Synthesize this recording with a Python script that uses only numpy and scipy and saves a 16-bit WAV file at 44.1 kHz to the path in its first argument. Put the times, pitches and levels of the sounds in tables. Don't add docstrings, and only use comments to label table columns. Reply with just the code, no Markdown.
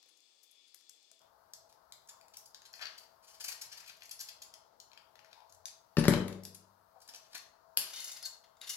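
import sys
import numpy as np
from scipy import signal
from scipy.fft import rfft, irfft, next_fast_len
from scipy.io import wavfile
from scipy.ndimage import uniform_filter1d

SR = 44100
rng = np.random.default_rng(int(sys.argv[2]) if len(sys.argv) > 2 else 0)


def voltage_ratio(decibels):
    exponent = np.asarray(decibels, float) / 20
    return 10 ** exponent


def transcribe(signal):
    frames = np.atleast_2d(signal).T
    limited = np.clip(frames, -1, 1)
    pcm = np.round(limited * 32767).astype(np.int16)
    wavfile.write(sys.argv[1], SR, pcm)


N = 386316
CUT_S = 1.198
STICK_FROM_S = 7.8


def level(x, db):
    return x * voltage_ratio(db) / np.sqrt(np.mean(x ** 2))


def at(table, hz):
    f, v = np.transpose(table)
    return np.interp(np.log(hz + 1), np.log(f), v)


def causal(table, size=1024):
    cepstrum = irfft(np.log(voltage_ratio(at(table, np.arange(size + 1) * SR / 2 / size))))
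    cepstrum[1:size] *= 2
    cepstrum[size + 1:] = 0
    return irfft(np.exp(rfft(cepstrum)))[:size]


def ring(modes, seconds, gains=1):
    hz, db, t60 = np.transpose(modes)[:, :, None]
    t = np.arange(int(seconds * SR)) / SR
    fading = np.reshape(gains, (-1, 1)) * voltage_ratio(db - 60 * t / t60)
    return np.sum(fading * np.sin(2 * np.pi * hz * t), axis=0)


def walk(rate):
    hold = int(SR / rate)
    steps = np.repeat(rng.standard_normal(N // hold + 1), hold)
    return 1.3 * uniform_filter1d(uniform_filter1d(steps, hold), hold)[:N]


def add(bus, s, sound):
    i = int(s * SR)
    n = min(sound.shape[-1], bus.shape[-1] - i)
    bus[..., i:i + n] += sound[..., :n]


def tone(x, treble_db, body_db, top_hz=5800, low_hz=1700):
    top = signal.sosfiltfilt(signal.butter(3, top_hz, "high", fs=SR, output="sos"), x)
    low = signal.sosfiltfilt(signal.butter(1, [280, low_hz], "band", fs=SR, output="sos"), x)
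    return x + (voltage_ratio(treble_db) - 1) * top + (voltage_ratio(body_db) - 1) * low


def ports(x, pan_db, lag, bounce=0.):
    delayed = x[np.clip(np.arange(N) - np.round(lag).astype(int), 0, N - 1)]
    left = delayed + bounce * np.roll(x, 61)
    right = x + bounce * np.roll(x, 38)
    return np.array([left * voltage_ratio(pan_db / 2), right * voltage_ratio(-pan_db / 2)])


def air(colour, sides, rings, db, alike_hz, flicker_db=1.3):
    f = np.arange(N // 2 + 1) * SR / N
    shape = at(colour, f) + sum(g / (1 + (2 * (f - hz) / w) ** 2) for hz, w, g in rings)
    alike = 0.45 / (1 + (f / alike_hz) ** 2)
    mid, side = rfft(rng.standard_normal((2, N)))
    pair = np.array([mid * np.sqrt(1 + alike) + k * side * np.sqrt(1 - alike) for k in (1, -1)])
    pair = pair * voltage_ratio(shape + np.array([[.5], [-.5]]) * at(sides, f))
    octave = np.clip(np.log2(f / 60 + 1).astype(int), 0, 8)
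    out = sum(irfft(pair * (octave == k), N) * voltage_ratio(flicker_db * walk(9)) for k in range(9))
    return out * voltage_ratio(db) / np.sqrt(np.mean(out.mean(axis=0) ** 2))


# frequency in Hz, level in dB per Hz.
HISS_COLOUR = [(18, -77), (30, -57), (123, -43), (285, -16.5), (1170, -21), (1300, -22), (1560, -27.5),
               (1830, -20.5), (1970, -27), (2310, -16), (3080, -17.5), (3420, -15), (8330, -23),
               (9740, -34.5), (15600, -43)]
# frequency in Hz, left minus right in dB.
HISS_LEAN = [(60, 4), (110, 2), (200, 4), (380, 6), (700, 3.5), (1290, 2.5), (2380, 8.5), (4400, 19),
             (8120, 18.5), (15000, 18)]
# frequency in Hz, width in Hz, lift in dB.
HISS_PEAKS = [(3440, 125, 12), (4350, 140, 5), (5000, 320, 7)]


def dry_hiss():
    return air(HISS_COLOUR, HISS_LEAN, HISS_PEAKS, db=-70, alike_hz=1300)


# frequency in Hz, level in dB per Hz.
CONTACT_COLOUR = [(120, -57), (200, -24.5), (844, -14), (1260, -11.5), (1600, -5), (2100, -7), (2570, -6),
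                  (3300, -3), (3900, -3), (4600, 1), (7390, -8), (8390, -14), (11700, -9), (15600, -24.5)]
# frequency in Hz, level in dB, t60 in s.
JAW_MODES = [(2560, -14, 0.014), (3170, -0.5, 0.012), (3720, -16, 0.03), (4360, -17.5, 0.06),
             (4620, -5, 0.044), (5000, -11, 0.018), (6300, -6, 0.025)]
# frequency in Hz, level in dB, t60 in s.
STICK_MODES = [(1600, -16, 0.021), (2186, -5, .03), (2970, -5.5, .025), (3720, -3.5, 0.061),
               (4360, -2.5, 0.027), (5070, -6.5, 0.022), (6140, -10, 0.019), (6800, -9, .018),
               (7290, -9.5, 0.026), (10700, -2.5, .01)]
# time of the peak in s, peak in dB, ring in Hz, treble in dB.
JAW_TAPS = [(0.0297, -60.5, 7730, -5), (0.206, -63, 7540, 6), (1.029, -64, 7500, 7),
            (1.5368, -40, 7140, 7.5), (1.9239, -41.5, 4330, -1.5), (2.7399, -41, 4630, -19),
            (4.0224, -45, 4500, -18), (4.9765, -50, 3350, -17), (5.6841, -45.5, 4600, -6),
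            (7.9625, -38, 6200, 6)]
WOOD_KNOCKS = [(0.062, -65, 14000, 4), (0.7463, -48.5, 12200, 10), (0.8963, -47, 7600, 16),
               (1.1163, -50.5, 7700, 6), (1.1936, -62, 7200, 18), (1.218, -60, 1570, -4),
               (2.7952, -45, 4430, -14), (5.1565, -54.5, 5220, -6), (5.2474, -54.5, 2560, -10),
               (5.405, -58.5, 3220, -16), (5.5256, -52, 7040, 14), (6.2821, -41, 4600, -1),
               (8.1344, -48, 7350, -4), (8.5708, -61.5, 4450, -1.5)]
WIRE_GRINDS = [(0.0907, -65.5, 10300, 0), (0.9635, -69, 7760, 19), (2.093, -45, 7250, 2),
               (2.8251, -39, 4600, -20), (3.348, -54, 5300, -3), (3.4096, -39, 4900, 2.5),
               (3.4458, -34, 4620, 5), (3.4868, -32.5, 4730, 6), (3.522, -39.5, 4620, 1.5),
               (3.6185, -38, 5430, 4.5), (3.7299, -46.5, 6140, -4), (3.8047, -49, 2820, -3.5),
               (3.897, -47.5, 4800, -8), (7.0212, -56, 5000, 11), (7.0918, -44.5, 5470, 0),
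               (7.352, -38.5, 4360, -4.5), (8.4432, -60, 4500, -13)]
WIRE_SLIPS = [(0.1742, -68, 6440, 8), (0.514, -63, 11000, 20), (2.341, -51, 6140, -9),
              (2.3854, -50, 6300, 12), (2.46, -48.5, 4930, 12), (3.97, -57, 4930, 7),
              (4.058, -50.5, 6300, 7.5), (4.1145, -37, 11200, 0.5), (4.2114, -36.5, 4560, 4),
              (4.2902, -42, 4900, -4.5), (4.4225, -42, 7040, -2.5), (5.498, -59, 6900, 0),
              (6.5498, -43, 10540, 4.5), (7.16, -43, 6170, 1), (8.0044, -39, 4360, 6),
              (8.0295, -45, 4340, -3), (8.0461, -36.5, 2980, 14), (8.083, -41, 3720, 14),
              (8.119, -39, 2160, 9)]
LIGHT_DRAGS = [(0.4353, -62.5, 14350, 3), (0.681, -66, 10200, -12), (1.6983, -62.5, 4440, -5),
               (2.6583, -52, 4450, -8), (2.9836, -48, 4770, -3), (3.036, -55, 4840, -7),
               (3.275, -60, 6960, -4), (7.9887, -52, 4450, -12), (8.1702, -46, 5030, -2.5),
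               (8.258, -37, 4360, 6.5), (8.3587, -70.5, 4350, -16.5), (8.677, -42, 3960, -6),
               (8.699, -34, 3770, 2.5), (8.7165, -48, 6830, 8)]
WIRE_SNAPS = [(0.8114, -59, 8500, -5), (1.7276, -55.5, 3920, 0), (2.213, -52.5, 4740, -6.5),
              (2.2837, -54, 7200, -1), (2.371, -39.5, 6050, 6), (2.5473, -42, 4800, -8.5),
              (2.6205, -48, 4490, -12), (4.095, -45, 4670, -3), (4.5406, -42, 5900, -4),
              (4.8023, -43, 5630, -4), (4.9176, -54, 5000, -15), (4.9338, -52, 2720, -18),
              (5.1926, -53.5, 3380, -21), (5.331, -48.5, 2560, -20), (5.549, -52.5, 6300, 20),
              (5.6573, -31.5, 7260, 2.5), (6.4369, -41, 4460, 12), (6.4532, -34, 4300, 2),
              (7.7738, -16.5, 10950, -3), (8.616, -39.5, 3790, -6)]
SHORT_CONTACTS = [(2.8563, -39, 4600, -26), (2.8702, -40, 4600, -26), (2.076, -56, 7000, 8),
                  (7.3797, -41, 6500, 4), (6.041, -37, 6500, -8), (5.985, -33, 6000, -7)]
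LEAD_IN_SLIPS = [(2.732, -49.5, 6800, 8), (2.815, -43, 1700, -16), (3.402, -46, 4540, -4),
                 (4.1944, -43.5, 5900, 8.5), (7.139, -48, 1500, -7), (4.009, -56, 6190, -7),
                 (4.035, -50.5, 6940, 10), (4.436, -49.5, 5000, 9), (7.771, -46.5, 5000, -2.5),
                 (8.134, -49.5, 6100, 7.5), (6.329, -49, 9300, -6), (7.005, -60.5, 4780, 10),
                 (7.079, -52, 5000, 9), (7.148, -44.5, 5730, -3), (7.333, -49, 5180, -5),
                 (8.229, -40, 5070, 4)]
WIRE_SHUFFLES = [(3.722, -47.5, 5620, -9), (3.778, -45.5, 4800, -3), (3.865, -54.5, 4900, -3),
                 (3.881, -48.5, 4560, -1), (4.205, -37.5, 4700, 6.5), (4.216, -44, 7300, 7)]
PLIER_LANDINGS = [
    (5.9707, -25.5, 1750, -19),
    (6.0553, -29.5, 1750, -15.5),
    (6.0831, -16.5, 3300, 1.5),
    (6.1385, -25.5, 3940, -9),
]
HANDLE_CHATTER = [
    (5.992, -34, 10200, 0),
    (6.0416, -35, 2100, -15.5),
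    (6.1264, -35.5, 2960, -2.5),
]


def ticks(lead_s=0.00091, settle_db=-19):
    own_db, jaws_db, stick_db, grit_db, settle_s = -27, -43, -32.5, 2., .007
    kinds = [(WIRE_SNAPS, -16.5, .6), (JAW_TAPS, -13.5, .7), (WOOD_KNOCKS, 2.64, 1), (WIRE_SLIPS, -27, 3.1),
             (WIRE_GRINDS, -6, 4.9), (LIGHT_DRAGS, -36, 5.5), (PLIER_LANDINGS, 5.1, .6),
             (HANDLE_CHATTER, 17, 3.7), (LEAD_IN_SLIPS, -5, 1.7), (WIRE_SHUFFLES, -15, 5.0),
             (SHORT_CONTACTS, -13, 1.5)]
    out, body = np.zeros(N), causal(CONTACT_COLOUR)
    t = np.arange(4096) / SR
    contacts = [(*row, body_db, ms) for rows, body_db, ms in kinds for row in rows]
    for s, db, hz, treble_db, body_db, ms in contacts:
        grit = rng.standard_normal(len(t)) * voltage_ratio(grit_db * rng.standard_normal(len(t)))
        build = 1.5 * max(ms, .4) / 1000
        force = (t / build * np.exp(1 - t / build)) ** 2
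        settling = voltage_ratio(settle_db) * (t > build) * np.exp(-(t - build) / settle_s)
        slip = grit * (force + settling)
        note_t60 = (.005 + .7 * build) * min(4500 / hz, hz / 4500)
        note = voltage_ratio(own_db) * ring([(hz, 0, note_t60)], .05)
        if s > STICK_FROM_S:
            struck = voltage_ratio(stick_db) * ring(STICK_MODES, .05, 1 + .4 * rng.standard_normal(len(STICK_MODES)))
            body_db -= 5.0
        else:
            struck = voltage_ratio(jaws_db) * ring(JAW_MODES, .05, rng.standard_normal(len(JAW_MODES)))
        sound = signal.fftconvolve(slip, body)[:len(t)]
        sound += signal.fftconvolve(slip, note + struck)[:len(t)]
        sound = tone(sound, treble_db + 10.0, body_db + 11.5)
        add(out, s - build - lead_s, sound * voltage_ratio(db + 4.5) / np.abs(sound).max())
    return out


# frequency in Hz, t60 in s.
ROOM_DECAY = [(150, 0.42), (500, 0.72), (1500, 0.48), (3500, 0.4), (7000, 0.34), (13000, 0.24)]


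def room(x, wet_db, lean_db, alike_hz=700):
    t = np.arange(int(.9 * SR)) / SR
    f = np.arange(len(t) // 2 + 1) / t[-1]
    alike = 1 / (1 + (f / alike_hz) ** 2)
    tail, centres = 0, np.log(np.array(ROOM_DECAY)[:, 0])
    for k, (hz, t60) in enumerate(ROOM_DECAY):
        share = np.interp(np.log(f + 1), centres, np.arange(len(centres)) == k)
        left, right, both = rfft(rng.standard_normal((3, len(t))))
        pair = np.sqrt(alike) * both + np.sqrt(1 - alike) * np.array([left, right])
        tail = tail + irfft(pair * np.sqrt(share), len(t)) * voltage_ratio(-60 * t / t60)
    mid_side = rfft(np.array([tail[0] + tail[1], tail[0] - tail[1]]) / 2)
    power = np.abs(mid_side) ** 2
    even = uniform_filter1d(power, size=1200, axis=1) / (uniform_filter1d(power, size=90, axis=1) + 1e-9)
    mid, side = irfft(mid_side * np.where(f > alike_hz, np.sqrt(even), 1), len(t))
    tail = np.array([mid + side, mid - side]) * (t < .85)
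    tail = tail * np.clip(t / 0.001, 0, 1)
    wet = signal.fftconvolve(x[None], tail, axes=1)[:, :N]
    return wet * voltage_ratio(wet_db + np.array([lean_db, -lean_db]).reshape(2, -1) / 2)


# start in s, level in dB, frequency in Hz, t60 in s.
LONE_NOTES = [(.06, -72, 500, 0.12), (1.116, -68.5, 660, 0.14), (7.089, -66.5, 266, 0.064),
              (7.345, -64, 270, 0.089), (6.4, -66.5, 160, 0.14), (6.136, -31, 4100, 0.03),
              (2.8545, -37, 4600, .03), (2.8685, -38, 4580, .03), (8.614, -44, 3790, .05),
              (8.698, -46, 2900, 0.083), (6.054, -31, 1700, .025), (6.14, -40, 970, 0.045),
              (5.97, -28.5, 1780, 0.031)]


def lone_notes():
    out = np.zeros(N)
    for s, db, hz, t60 in LONE_NOTES:
        add(out, s, ring([(hz, db, t60)], .9))
    return ports(out, 7.5, lag=0)


# frequency in Hz, level in dB per Hz.
HUM_COLOUR = [(15, -41.5), (25, -9.5), (104, -10.5), (306, -17.5), (458, -10), (584, -10), (650, -7),
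              (764, -10), (923, -11), (1420, -13), (2500, -28), (4770, -24.5), (8630, -32.5), (12200, -25),
              (15600, -26.5)]
# frequency in Hz, left minus right in dB.
HUM_LEAN = [(60, 2.5), (110, 3.5), (200, 6), (380, 4), (700, 15.5), (1290, 19), (2380, -1.5), (4400, 16),
            (8120, 5.5), (15000, 2.5)]
# frequency in Hz, width in Hz, lift in dB.
HUM_PEAKS = [(654, 30, 10), (843, 20, 9), (930, 43, 8), (1064, 32, 6)]
# start in s, depth in dB, recovery in s.
GAIN_DUCKS = [
    (1.2, -1.5, 0.096),
    (5.97, -2, 0.48),
]


def room_hum():
    t = np.arange(N) / SR
    duck_db = sum(db * (t > s) * np.exp(-np.abs(t - s) / back_s) for s, db, back_s in GAIN_DUCKS)
    return air(HUM_COLOUR, HUM_LEAN, HUM_PEAKS, db=-68.5, alike_hz=550) * voltage_ratio(duck_db)


# frequency in Hz, extra left minus right in dB.
PORT_SHADE = [(300, 4.5), (1400, 3.5), (2800, 2), (5000, 0.5), (7300, -6.5), (12000, -1)]


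def shaded(pair):
    size = next_fast_len(N)
    lean_db = at(PORT_SHADE, np.arange(size // 2 + 1) * SR / size)
    return irfft(rfft(pair, size) * voltage_ratio(np.array([[.5], [-.5]]) * lean_db), size)[:, :N]


# centre in s, level in dB, frequency in Hz, width in Hz,
# length in ms.
SUNG_BANDS = [(5.999, -44, 9900, 1500, 30), (6.095, -40, 9700, 1200, 24), (6.97, -66, 800, 400, 80),
              (2.15, -73, 1050, 200, 220), (3.49, -56, 2500, 500, 80), (3.89, -60, 2600, 500, 60),
              (7.357, -54, 1900, 900, 40), (2.83, -51, 1700, 850, 85), (2.835, -55, 4580, 210, 61),
              (8.0, -62, 2990, 160, 360), (5.41, -68, 917, 210, 182), (5.581, -80.5, 96.5, 13, 300),
              (8.05, -60, 3720, 150, 175), (8.253, -44.5, 4394, 280, 68), (8.245, -52, 5080, 170, 45),
              (8.257, -52.5, 6330, 290, 50), (8.26, -65, 1600, 140, 70), (8.33, -66, 4360, 180, 120),
              (8.73, -58, 2860, 120, 65), (8.74, -58, 4440, 80, 60)]


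def squeaks():
    out = np.zeros(N)
    for s, db, hz, width, ms in SUNG_BANDS:
        n = int(ms * SR / 1000)
        band = signal.butter(2, [hz - width / 2, hz + width / 2], "band", fs=SR, output="sos")
        sung = signal.sosfilt(band, rng.standard_normal(24000))[8000:]
        add(out, s - ms / 2000, level(sung[:n], db) * np.hanning(n))
    return out


# frequency in Hz, width in Hz, depth in dB.
HAND_DIPS = [(3800, 550, -7), (8250, 600, -3)]
# time in s, share from 0 to 1.
HAND_CUPPING = [
    (2.68, 0),
    (2.78, 1),
    (3.1, 1),
    (3.4, .6),
    (3.95, .5),
    (4.1, 0),
]


def cupped(pair):
    size = next_fast_len(N)
    f = np.arange(size // 2 + 1) * SR / size
    dips_db = sum(db * np.exp(-(2 * (f - hz) / width) ** 2) for hz, width, db in HAND_DIPS)
    share = np.clip(np.interp(np.arange(N) / SR, *np.transpose(HAND_CUPPING)), 0, 1)
    return pair + share * (irfft(rfft(pair, size) * voltage_ratio(dips_db), size)[:, :N] - pair)


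# start in s, end in s, first level in dB, last level in dB, treble in dB.
RUB_STROKES = [(2.747, 3.1, -60.5, -84, -4.5), (3.225, 3.603, -69.5, -84, 0.5),
               (3.605, 4.26, -67, -74, -10), (4.26, 4.4, -74, -100, 4), (5.197, 5.592, -71, -86, -12),
               (7.008, 7.454, -78.5, -72, -5.5), (7.781, 8.15, -47, -60, -3.5),
               (8.154, 8.363, -65, -80, -8), (8.61, 8.652, -63, -59, -16), (8.658, 8.753, -66, -55, 3)]


def rubbing(patchy_db=5.0, grit_db=2.5):
    jaws_db, stick_db = -36, -34.5
    t, db, treble_db = np.arange(N) / SR, np.full(N, -120.), np.zeros(N)
    for start, end, first_db, last_db, top_db in RUB_STROKES:
        on = (t > start) & (t <= end)
        db[on] = np.interp(t[on], [start, end], [first_db, last_db])
        treble_db[on] = top_db
    treble_db = uniform_filter1d(treble_db, size=2000)
    body_db = -9 - 0.39 * treble_db
    grit = rng.standard_normal(N) * voltage_ratio(grit_db * rng.standard_normal(N) + patchy_db * walk(90))
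    sound = signal.fftconvolve(grit, causal(CONTACT_COLOUR))[:N]
    free = t > STICK_FROM_S + .12
    sound += voltage_ratio(jaws_db) * signal.fftconvolve(grit * ~free, ring(JAW_MODES, .08))[:N]
    sound += voltage_ratio(stick_db) * signal.fftconvolve(grit * free, ring(STICK_MODES, .08))[:N]
    return tone(level(sound, 0), treble_db + 8.5, body_db + 6.5) * uniform_filter1d(voltage_ratio(db), 400)


# start in s, strength in dB, push in ms.
DESK_BLOWS = [
    (5.488, -61, 13),
    (5.97, -23, 2.4),
    (5.9816, -10.5, 3.6),
    (6.054, -30.5, 1.2),
    (6.0813, -9, 2.8),
    (6.124, -34.5, 0.54),
    (6.138, -25, 1.35),
    (6.174, -31, 0.96),
    (7.773, -53.5, 1.2),
]
# frequency in Hz, level in dB, t60 in s.
DESK_MODES = [(46, -1, 0.75), (82, -10, 0.56), (98.4, -24, 0.4), (123, -13, 0.5), (160, -3.5, 0.37),
              (189, -12, 0.15), (229.2, -3.5, 0.2), (297.3, -10, 0.22), (393, -16, 0.095),
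              (474.2, -14.5, 0.24), (568, -5, 0.095), (648, -25.5, 0.48), (798, -22.5, 0.22),
              (1180, -27, 0.086)]


def desk(thud_db=7.0, pan_db=7.5, spread=0.1, mid_hz=200, lean=1.8):
    out = np.zeros(N)
    thud = voltage_ratio(thud_db) * ring([(187, 1.0, 0.035), (365.6, 1.5, 0.018), (833, -11, 0.02)], 1.2)
    for s, db, ms in DESK_BLOWS:
        phase = np.linspace(0, 1, int(ms * SR / 1000) + 3) ** lean
        push = np.sin(np.pi * phase) ** 2
        jolt = np.diff(push / push.sum()) * SR / (2 * np.pi * mid_hz)
        top = ring(DESK_MODES, 1.2, 1 + spread * rng.standard_normal(len(DESK_MODES)))
        add(out, s, -voltage_ratio(db - 11.0) * signal.fftconvolve(jolt, top + thud))
    return ports(out, pan_db, lag=0)


# frequency in Hz, level in dB, t60 in s.
BOOM_MODES = [(189, -24, .72), (98.4, -35, .95)]


def boom(start_s=6.085, build_s=.07):
    out, tones = np.zeros(N), ring(BOOM_MODES, 1.2)
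    add(out, start_s, tones * (1 - np.exp(-np.arange(len(tones)) / SR / build_s)))
    return ports(out, 6.0, lag=0)


# time in s, left minus right in dB, left port late by samples.
HAND_PLACE = [(0, 17.5, -1.5), (1.19, 11.5, 1), (1.21, 6, 5), (2.4, 7.5, 5), (2.8, 8.5, 7), (3.2, 8.5, 5),
              (4.4, 7.5, 7.5), (5.0, 10, 6), (5.42, 10, 7.5), (5.9, 5.5, -3.5), (6.4, 6.5, -4),
              (6.6, 10, 6.5), (7.6, 6, 4), (8.76, 7.5, -1.5)]


def scene():
    t = np.arange(N) / SR
    second = np.clip((t - CUT_S) / 0.0097, 0, 1)
    hands = signal.sosfilt(signal.butter(2, 320, "high", fs=SR, output="sos"), ticks() + rubbing())
    sung = squeaks()
    when, pan_db, lag = np.transpose(HAND_PLACE)
    pan_db, lag = np.interp(t, when, pan_db), np.interp(t, when, lag)
    to_room = (hands + voltage_ratio(-4) * sung) * np.where(t < CUT_S, voltage_ratio(-3.0), 1)
    near = ports(hands + sung, pan_db, lag, bounce=0.26) + room(to_room, -30.5, 0.8 * pan_db)
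    near = near * (1 - second) + cupped(shaded(near)) * second
    knocks = desk() + lone_notes()
    wet = room(knocks.mean(axis=0), -36.5, 6.5)
    fade = np.clip((CUT_S + 0.13 - t) / 0.18, 0, 1)
    return near + knocks + wet + boom() + dry_hiss() * fade + room_hum() * second


def roll_off(x):
    return signal.sosfilt(signal.butter(12, 16640, fs=SR, output="sos"), x)


def record(dry):
    dry = dry + voltage_ratio(-87) * rng.standard_normal(dry.shape)
    bass_cut = signal.butter(2, 45, "high", fs=SR, output="sos")
    top_cut = signal.ellip(10, .2, 60, 15850, fs=SR, output="sos")
    mix = signal.sosfilt(np.vstack([bass_cut, top_cut]), dry)
    return roll_off(mix)


dry = scene()
out = record(dry)
transcribe(out)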